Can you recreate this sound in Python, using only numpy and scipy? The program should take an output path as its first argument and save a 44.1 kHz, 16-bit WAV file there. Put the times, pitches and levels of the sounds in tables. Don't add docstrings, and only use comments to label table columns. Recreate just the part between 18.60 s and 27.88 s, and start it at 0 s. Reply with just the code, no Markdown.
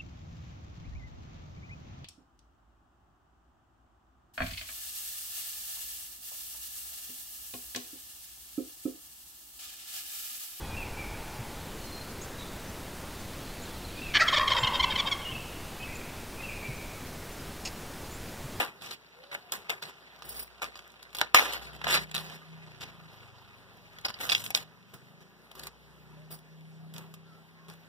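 import sys
import numpy as np
from scipy import signal
from scipy.fft import rfft, irfft, next_fast_len
from scipy.io import wavfile
from scipy.ndimage import uniform_filter1d

SR = 44100
rng = np.random.default_rng(int(sys.argv[2]) if len(sys.argv) > 2 else 0)


def invert_db(level):
    return 10 ** (np.asarray(level, dtype=float) / 20)


def inscribe(sig):
    pcm = np.round(np.clip(np.atleast_2d(sig).T, -1, 1) * 32767)
    wavfile.write(sys.argv[1], SR, pcm.astype(np.int16))


N = 409248


def in_time(rows):
    s, *columns = np.transpose(rows)
    return [np.interp(np.arange(N) / SR, s, column) for column in columns]


def at_hz(points, hz):
    f, *columns = np.transpose(points)
    return [np.interp(np.log(hz + 1), np.log(f), column) for column in columns]


def rms_one(x):
    return x / np.sqrt(np.mean(x ** 2) + 1e-20)


def band(x, low_hz, high_hz):
    return signal.sosfilt(signal.butter(2, [low_hz, high_hz], "band", fs=SR, output="sos"), x)


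def resonance(x, hz, width_hz):
    r = np.exp(-np.pi * width_hz / SR)
    zeros = np.array([1, 0, -1]) * (1 - r * r) / 2
    return signal.lfilter(zeros, [1, -2 * r * np.cos(2 * np.pi * hz / SR), r * r], x)


def drift(rate_hz):
    r = np.exp(-32 * np.pi * rate_hz / SR)
    slow = signal.lfilter([1], [1, -2 * r, r * r], rng.standard_normal(N // 16 + 3002))
    slow = rms_one(slow[3000:])
    return np.interp(np.arange(N) / 16, np.arange(len(slow)), slow)


def ramp_db(t, rise_s, hold_s, fall_s):
    before = np.minimum(t, 0) / max(rise_s, .002)
    after = np.maximum(t - hold_s, 0) / max(fall_s, .004)
    return 30 * (before - after)


def patches(x, depth_db, rate_hz):
    out = x
    for hz in np.geomspace(700, 14500, 11):
        gain = invert_db(depth_db * (drift(rate_hz) - .15))
        out = out + (gain - 1) * resonance(x, hz, .22 * hz)
    return out


# [pitch_hz, density_db per Hz]
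HUSH_COLOUR = [(30, -29), (90, -14.5), (160, -7), (320, -14.5), (390, -7), (500, -12.5), (1100, -15),
               (1800, -16.5), (3200, -20), (5300, -25), (7500, -31), (11500, -30.5), (14400, -30)]


def hush():
    colour_db, = at_hz(HUSH_COLOUR, np.fft.rfftfreq(N, 1 / SR))
    noise = irfft(rfft(rng.standard_normal((2, N))) * invert_db(colour_db), N)
    return invert_db(-63 + 1.07 * drift(2.8)) * rms_one(noise)


# [start_s, length_s, start_hz, end_hz, level_db]
FAR_SQUEALS = [
    (.54, .13, 470, 523, -56.5),
    (0.593, 0.23, 565, 574, -58),
    (0.788, 0.12, 730, 700, -60.5),
    (7.53, 0.14, 615, 587, -61),
    (8.175, .14, 720, 736, -64.5),
    (8.633, 0.21, 1320, 1375, -61.5),
    (8.935, .18, 1065, 1081, -64),
]


def squeals():
    out, waver = np.zeros(N), drift(25)
    for s, length_s, start_hz, end_hz, db in FAR_SQUEALS:
        i, n = round(s * SR), round(length_s * SR)
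        hz = np.linspace(start_hz, end_hz, n) * (1 + 0.016 * waver[i:i + n])
        tone = np.sin(2 * np.pi * np.cumsum(hz) / SR)
        out[i:i + n] += invert_db(db) * np.sqrt(np.hanning(n)) * tone
    return out


# [time_s, firings_per_s]
ENGINE_SPEED = [(0, 29.9), (.6, 29.2), (1.06, 27.9), (1.83, 29.9), (2.4, 29.2), (2.8, 29.4), (3.54, 31.7),
                (4.03, 32.2), (4.25, 28.8), (4.5, 26), (5.25, 23.1), (5.75, 20.5), (6.3, 24.5), (6.6, 26.9),
                (7.0, 29.4), (7.35, 30.9), (8.4, 32.3), (9.28, 33)]
# [time_s, exhaust_bark_db, low_lugging_db]
ENGINE_EFFORT = [(0, -88, -74), (1.3, -95, -78), (1.75, -95, -62), (2.3, -92, -71), (3.05, -80, -60),
                 (3.33, -68, -57), (3.8, -82, -76), (3.95, -70, -70), (4.25, -63, -68), (4.8, -71, -75),
                 (5.5, -68, -68), (6.1, -75, -76), (6.5, -72, -82), (7.1, -84, -64), (7.52, -70, -66),
                 (7.85, -78, -74), (8.35, -70, -80), (9.28, -76, -76)]
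# [order, level_db]
FIRING_ORDERS = [(3, -11), (4, -7), (5, -4), (6, -12), (7, -14), (8, -14), (9, -15), (10, -17), (11, -19),
                 (12, -16), (13, -14)]
# [pitch_hz, width_hz, lift_db]
PIPE_MODES = [(99, 7, 10), (123, 7, 8), (159, 8, 20), (190, 10, 10), (235, 40, 10), (385, 20, 15)]


def engine():
    per_s, = in_time(ENGINE_SPEED)
    bark_db, lug_db = in_time(ENGINE_EFFORT)
    turn = 2 * np.pi * np.cumsum(per_s * (1 + 0.0024 * drift(5.1))) / SR
    gain_per_s2 = uniform_filter1d(np.gradient(per_s) * SR, size=9000)
    load = np.clip(gain_per_s2 / 3.0, -1, 1)
    scale_hz = np.arange(500.)
    pipe_db = sum(top_db / (1 + ((scale_hz - hz) / width_hz) ** 2) for hz, width_hz, top_db in PIPE_MODES)
    out = invert_db(lug_db) * np.sin(2 * turn + 1)
    for order, db in FIRING_ORDERS:
        k = round(order)
        lift_db = np.interp(k * per_s, scale_hz, pipe_db)
        tilt_db = 2.5 * load * np.clip(k - 4.5, -1, 1.5)
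        level_db = bark_db + db + lift_db + tilt_db + 2.2 * drift(3)
        out = out + invert_db(level_db) * np.sin(k * turn + rng.uniform(0, 2 * np.pi))
    return np.sqrt(2) * out


# [start_s, rise_s, fall_s, peak_db]
FINGER_SKIDS = [(1.62, .04, .02, -64), (1.645, .006, .04, -60), (1.684, .006, .08, -54),
                (1.705, .008, .05, -56), (1.742, .006, .04, -55), (1.76, .006, .07, -53),
                (1.788, .008, .06, -51), (1.81, .01, .08, -58), (6.334, .006, .04, -64),
                (7.704, .01, .07, -56), (7.73, .01, .06, -59), (7.775, .015, .03, -68)]
# [pitch_hz, width_hz, level_db]
KERNEL_MODES = [(4900, 400, -1), (5500, 400, -3), (9500, 400, 7), (10700, 400, 5), (14700, 350, 8),
                (15300, 400, 8)]


def skids():
    t = np.arange(N) / SR
    shapes = [db + ramp_db(t - s - rise_s, rise_s, 0, fall_s) for s, rise_s, fall_s, db in FINGER_SKIDS]
    level_db = np.max(shapes, axis=0).clip(-150)
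    bursts_per_s = 56
    slips = rng.standard_normal(N) * invert_db(level_db + 3.0 * drift(bursts_per_s))
    return invert_db(15) * sum(invert_db(db) * resonance(slips, hz, width_hz) for hz, width_hz, db in KERNEL_MODES)


# [start_s, length_s, start_hz, end_hz, level_db]
LEAF_WHISTLES = [
    (.918, .05, 14600, 14900, -41),
    (.918, .03, 9600, 9600, -52),
    (2.018, .04, 15000, 15000, -54),
    (5.795, .04, 9600, 9600, -52),
    (5.838, .07, 14000, 15400, -44),
    (5.838, .04, 10800, 11000, -46),
    (5.945, .04, 9800, 9800, -44),
    (2.746, .05, 7800, 7800, -34),
]


def whistles():
    out, width_hz = np.zeros(N), 900
    grain = signal.lfilter([1], [1, -np.exp(-np.pi * width_hz / SR)], rng.standard_normal(N))
    for s, length_s, start_hz, end_hz, db in LEAF_WHISTLES:
        i, n = round(s * SR), round(length_s * SR)
        attack = np.minimum(np.arange(n) / (.003 * SR), 1)
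        fade = invert_db(db - 22.0 * np.arange(n) / n) * attack
        glide = np.sin(2 * np.pi * np.cumsum(np.linspace(start_hz, end_hz, n)) / SR)
        out[i:i + n] += fade * rms_one(grain[i:i + n]) * glide
    return out


# [time_s, leaf_db]
RESTLESS_HANDS = [(0, -66), (1.4, -62), (2.3, -63), (2.7, -64), (3.2, -58), (3.8, -61), (4.8, -62),
                  (5.25, -67), (5.6, -59), (6.2, -70), (7.4, -76), (9.28, -73)]
# [time_s, leaf_db, body_share_db, fibre_share_db, fade_30db_s]
HUSK_GRIPS = [(0.0, -30, 8, 2, .095), (.716, -54, 4, -2, .2), (.923, -43, 3, 8, .1), (1.097, -43, 8, 4, .1),
              (1.226, -36, -6, -5, .035), (2.02, -43, 8, 6, .09), (2.157, -60, -2, -2, .3),
              (2.551, -35, -10, -11, .02), (2.617, -45, 11, -3, .075), (2.748, -18, -4, -2, .08),
              (2.786, -30, 3, -1, .3), (2.925, -34, -6, -1, .075), (3.245, -39, 2, -12, .1),
              (3.546, -39, -3, -2, .28), (5.8, -50, -6, 8, .08), (5.84, -47, 0.1, 14, .08),
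              (5.95, -34, -3, 5, .07), (6.338, -56, 0, 3, .07), (7.708, -62, 6, 12, .12),
              (8.344, -59, -3, 4, .25), (9.085, -58, -3, 2, .15)]
# [start_s, length_s, leaf_db, body_share_db, fibre_share_db]
HUSK_PULLS = [(.195, .17, -46, -9, -4), (.62, .1, -61, 0, -16), (1.0, .09, -60, 1, -13),
              (1.23, .09, -51, -6, -4), (1.62, .24, -62, 2, 9), (2.57, .045, -55, 9, 4),
              (3.01, .07, -50, -5, -4), (3.122, .05, -54, -9, -5), (3.255, .15, -30, -4, -12),
              (3.29, .09, -29, -10, -4), (3.38, .07, -47, 0, 0.1), (3.68, .1, -50, -3, -6),
              (4.2, .048, -42, -9, -8), (4.23, .09, -57, 0.1, -12), (5.444, .027, -43, 8, 6),
              (5.478, .036, -46, 2, -2), (5.582, .12, -45, 2, 4), (5.67, .175, -46, -7, 4),
              (5.685, .075, -37, -10, -2), (5.96, .085, -52, 0, 3), (6.6, .035, -65, -12, 0),
              (6.93, .18, -59, -4, 2)]


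def rustle():
    power = invert_db(2 * (in_time(RESTLESS_HANDS)[0] + np.array([[1.5], [0], [-14]])))
    t = np.arange(N) / SR
    fade_speed = np.array([[1.0], [1], [1.15]])
    attack_s = .007
    strokes = [(s - attack_s, attack_s, 0, fade_s, *db) for s, *db, fade_s in HUSK_GRIPS]
    rise, fall = .17, .15
    strokes += [(s, rise * d, (1 - rise - fall) * d, fall * d, *db) for s, d, *db in HUSK_PULLS]
    for s, rise_s, hold_s, fall_s, db, body_db, fibre_db in strokes:
        end_s = s + rise_s + hold_s + 2 * fall_s
        near = slice(max(round((s - rise_s) * SR), 0), round(end_s * SR))
        shape_db = ramp_db(t[near] - s - rise_s, rise_s, hold_s, fall_s)
        share_db = np.array([[body_db], [0], [fibre_db]])
        power[:, near] += invert_db(2 * (db + share_db + fade_speed * shape_db))
    return 10 * np.log10(power)


def crackle(per_s, spread_db, clump_db):
    sizes = invert_db(spread_db * np.minimum(rng.exponential(1, N), 5)) * rng.choice([-1, 1], N)
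    ticks = rms_one(sizes * (rng.random(N) < per_s / SR))
    friction = 0.589 * rng.standard_normal(N)
    return rms_one((ticks + friction) * invert_db(clump_db * drift(60)))


POP_BODY_DB = -24
# [time_s, peak_db, ring_hz, body_share_db, fibre_share_db]
RIB_CRACKS = [(0.7148, -36, 1610, -6, -25), (0.7281, -34, 1660, 5.5, -4.5), (0.7484, -29, 1660, 5.5, -4.5),
              (0.9208, -29.5, 840, -10, 7.5), (1.0955, -26, 980, -5, -6), (1.1013, -23, 1450, -3, 0.1),
              (1.2243, -27, 1500, -10, -6), (1.6221, -32, 1230, -7, -11), (2.0191, -22, 1360, -11, -20),
              (2.0424, -23.5, 1230, -26, -8), (2.156, -33, 1110, -26, -22), (2.614, -6.5, 1600, -6, -8.5),
              (2.7464, 1.5, 1274, -8, -5.5), (3.2152, -35.5, 1060, 8.5, -8), (3.2435, -24, 1690, -16, -13),
              (3.2688, -19.5, 1340, 3, -29), (5.6102, -30, 1330, -11, -3), (5.9045, -25, 760, -18, 3),
              (6.9529, -40, 1053, -2, 2.5), (7.0351, -35.5, 1720, -4.5, 3), (7.0693, -34, 1210, -2, 9.5),
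              (7.7137, -48, 1190, -7.5, 3), (8.54, -38, 1178, -25.5, 2)]
# [time_s, peak_db, ring_hz, fibre_share_db]
FIBRE_SNAPS = [(1.7634, -44, 5700, -1), (1.7937, -37, 5660, -5), (2.1907, -36, 3200, -14),
               (2.4279, -39, 3300, 5), (2.5299, -41, 3110, -2), (2.5492, -25.5, 3300, 0),
               (2.5682, -32, 3340, 7), (2.586, -24, 3440, -1), (2.9337, -28.5, 3060, 2),
               (3.24, -29, 3970, -13.5), (3.5134, -33, 2970, -2), (5.3858, -36.5, 3290, -7),
               (5.9745, -20.5, 3380, -1), (6.9145, -40.5, 3040, 0), (6.9947, -36, 2580, 0),
               (8.3387, -41.5, 3280, 8), (8.3815, -37, 3210, 7.5)]
# [time_s, peak_db, ring_hz, t60_s]
LEAF_POPS = [(0.2124, -41, 3600, .022), (3.3263, -30.5, 3500, .025), (3.5438, -18, 3840, .026),
             (3.5495, -13, 4100, .012), (3.5575, -18, 3300, .012), (3.565, -15, 3700, .012),
             (4.2162, -31.5, 2940, .03), (5.4497, -23, 5100, .05), (5.4841, -26, 5100, .045),
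             (5.5413, -27, 4680, .018), (5.692, -14, 3380, .028), (5.7195, -6, 3500, .026),
             (5.7497, -8, 3300, .015), (5.6965, -14, 3500, .03), (5.731, -16, 3300, .012),
             (5.78, -26, 3600, .012), (5.458, -26, 5000, .02), (5.84, -25, 3740, .025),
             (5.8629, -23.5, 3200, .024), (5.9493, -7, 3650, .0083), (8.3629, -34, 3470, .031)]
# [time_s, peak_db]
SILK_FLICKS = [(.7435, -42), (1.592, -52), (2.278, -52), (2.319, -52), (5.172, -54), (5.332, -54),
               (5.355, -58), (5.413, -50), (5.712, -36), (5.7978, -42), (9.1, -46)]
# [time_s, peak_db]
FIBRE_TICKS = [(1.2406, -48), (1.4944, -52), (1.562, -46), (2.0274, -38), (2.1744, -36.5), (2.303, -46),
               (2.3194, -49), (2.505, -47), (2.5964, -30), (2.6074, -24), (2.7664, -31), (2.8044, -22),
               (2.8313, -31), (3.2804, -26), (3.328, -17), (3.5799, -24), (5.589, -38), (5.635, -32),
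               (5.726, -14), (1.631, -42), (3.0237, -42), (3.306, -28), (6.2272, -50), (7.7902, -48),
               (8.0094, -52.5), (9.0836, -42), (9.1, -36.5), (9.1377, -46)]


def breaks():
    rows = RIB_CRACKS + [(s, db, hz, -8, fibre_db) for s, db, hz, fibre_db in FIBRE_SNAPS]
    rows = [(*row, .034 - .00065 * (row[1] + 35)) for row in rows]
    rows += [(s, db, hz, POP_BODY_DB, -21, t60_s) for s, db, hz, t60_s in LEAF_POPS]
    rows += [(s, db, 6000, -20, 8, .008) for s, db in SILK_FLICKS]
    return rows + [(s, db, 3400, -14, -3, .009) for s, db in FIBRE_TICKS]


def snapping():
    force, rings = np.zeros((3, N)), np.zeros(N)
    fray = crackle(per_s=6000, spread_db=-1.0, clump_db=2.1)
    t = np.arange(int(.12 * SR)) / SR
    for s, db, hz, body_db, fibre_db, t60_s in breaks():
        i = round(s * SR)
        n = min(len(t), N - i)
        burst = invert_db(db - 11.5 - 60 * t[:n] / max(t60_s, .004)) * fray[i:i + n]
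        burst[0] += invert_db(db + 1.5)
        force[:, i:i + n] += invert_db(np.array([[body_db], [0], [fibre_db]])) * burst
        if 4500 < hz < 5900:
            rings[i:i + n] += invert_db(17) * resonance(resonance(burst, hz, 900), hz, 900)
        elif body_db == POP_BODY_DB:
            rings[i:i + n] += invert_db(6) * resonance(resonance(burst, hz, 800), hz, 800)
        ring = invert_db(db - 8 - 60 * t / 0.013) * np.sin(2 * np.pi * hz * t)
        rings[i:i + n] += ring[:n]
    return force, rings


def husk(rustle_db):
    grains = crackle(per_s=4000, spread_db=3.5, clump_db=1.7)
    snaps, rings = snapping()
    force = grains * invert_db(rustle_db - 4.0) + snaps
    out = 0
    for push, sign, (low_hz, high_hz) in zip(force, (1, -1, 1), [(450, 2330), (2100, 5100), (7000, 20000)]):
        out = out + sign * band(push, low_hz, high_hz) / np.std(band(grains, low_hz, high_hz))
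    cob = invert_db(-4.0) * band(force[0], 170, 410)
    return rings + patches(out, depth_db=2.2, rate_hz=12.0) - cob


def room(x, t60_s, level_db):
    t = np.arange(int(.4 * SR)) / SR
    tail = band(rng.standard_normal(len(t)), 200, 7000) * invert_db(-60 * t / t60_s) * (t > .004)
    return x + invert_db(level_db) * signal.fftconvolve(x, tail / np.linalg.norm(tail))[:N]


def scatter(x):
    paths = rng.standard_normal((5, 500)) * invert_db(-60 * np.arange(500) / SR / 0.0081)
    return sum(signal.oaconvolve(x * drift(25), path / np.linalg.norm(paths))[:N] for path in paths)


# [pitch_hz, level_db, phase_rad, direct_share 0-1]
PORT_DIFFERENCE = [(56.7, -24, 0.1, .6), (300, -12.5, 0.1, .6), (700, -5, .55, 0.4), (1600, 2, 1.5, 0),
                   (2576, 1.5, 3, 0.8), (4500, 1.95, 3.5, 0.33), (6300, 0.5, 4, 0.2),
                   (8500, -0.2, -2.1, 0.44), (12000, .1, 0.8, .4), (14500, 3.5, -2.4, .6)]


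def ports(x, scattered):
    size = next_fast_len(N + 4096)
    db, phase, direct = at_hz(PORT_DIFFERENCE, np.fft.rfftfreq(size, 1 / SR))
    direct = np.clip(direct, 0, 1)
    difference = rfft(x, size) * direct * np.exp(1j * phase)
    difference = difference + np.sqrt(1 - direct ** 2) * rfft(scattered, size)
    difference = irfft(invert_db(db) * difference, size)[:N]
    return np.array([x + difference, x - difference])


def scene():
    rustle_db = rustle()
    opening_db = np.clip(.6 * (rustle_db[2] + 74), 0, 8.0)
    front, around = hush() * invert_db(opening_db)
    front = patches(front, depth_db=2.5, rate_hz=7.0)
    hands = room(husk(rustle_db) + skids() + whistles(), t60_s=0.13, level_db=-15.5)
    street = (engine() + squeals()) * invert_db(0.77 * opening_db - 2.0)
    return ports(hands + street + front, scatter(hands) + street + around)


# [pitch_hz, level_db against the neighbours]
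MUTE_DEPTH = [(700, -19), (2200, -16), (4500, -13), (9000, -9.5), (15000, -8)]


def mute_weak_bands(x):
    cells = signal.stft(np.array([x[0] + x[1], x[0] - x[1]]) / 2, nperseg=2048)[2]
    power = (np.abs(cells[:, :1020]) ** 2).reshape(2, 102, 10, -1).sum(axis=2)
    around = uniform_filter1d(power.mean(axis=0), size=11, axis=0)
    below_db, = at_hz(MUTE_DEPTH, (np.arange(102)[:, None] + .5) * 10 * SR / 2048)
    waver = uniform_filter1d(rng.standard_normal(power.shape), size=3, axis=2) * np.sqrt(3)
    strong = power > around * invert_db(2 * (below_db + 2.5 * waver))
    total = power[:, 8:].sum(axis=(0, 1))
    sudden = total > 6 * np.roll(total, 1)
    kept = strong | sudden
    kept[:, :6] = True
    cells[:, :1020] *= np.repeat(kept, 10, axis=1)
    mid, side = signal.istft(cells, nperseg=2048)[1][:, :N]
    return np.array([mid + side, mid - side])


def low_pass(x):
    return signal.sosfilt(signal.butter(12, 16390, fs=SR, output="sos"), x)


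def record(dry):
    size = next_fast_len(N + 4096)
    hz = np.fft.rfftfreq(size, 1 / SR)
    delay_s = 20 / 44100
    cross = .96 / (1 + (hz / 7500) ** 2) * np.exp(-2j * np.pi * hz * delay_s)
    lift = 0.7 * (1j * hz + 550) / (1j * hz + 45)
    top = invert_db(-np.clip(hz - 15480, 0, None) * .055)
    left, right = rfft(dry, size)
    wide = np.array([left - cross * right, right - cross * left])
    wide = irfft(wide * lift * top, size)[:, :N]
    wide = signal.sosfilt(signal.butter(2, 42, "high", fs=SR, output="sos"), wide)
    mix = np.clip(mute_weak_bands(wide), -1, 1)
    return low_pass(mix)


dry = scene()
out = record(dry)
inscribe(out)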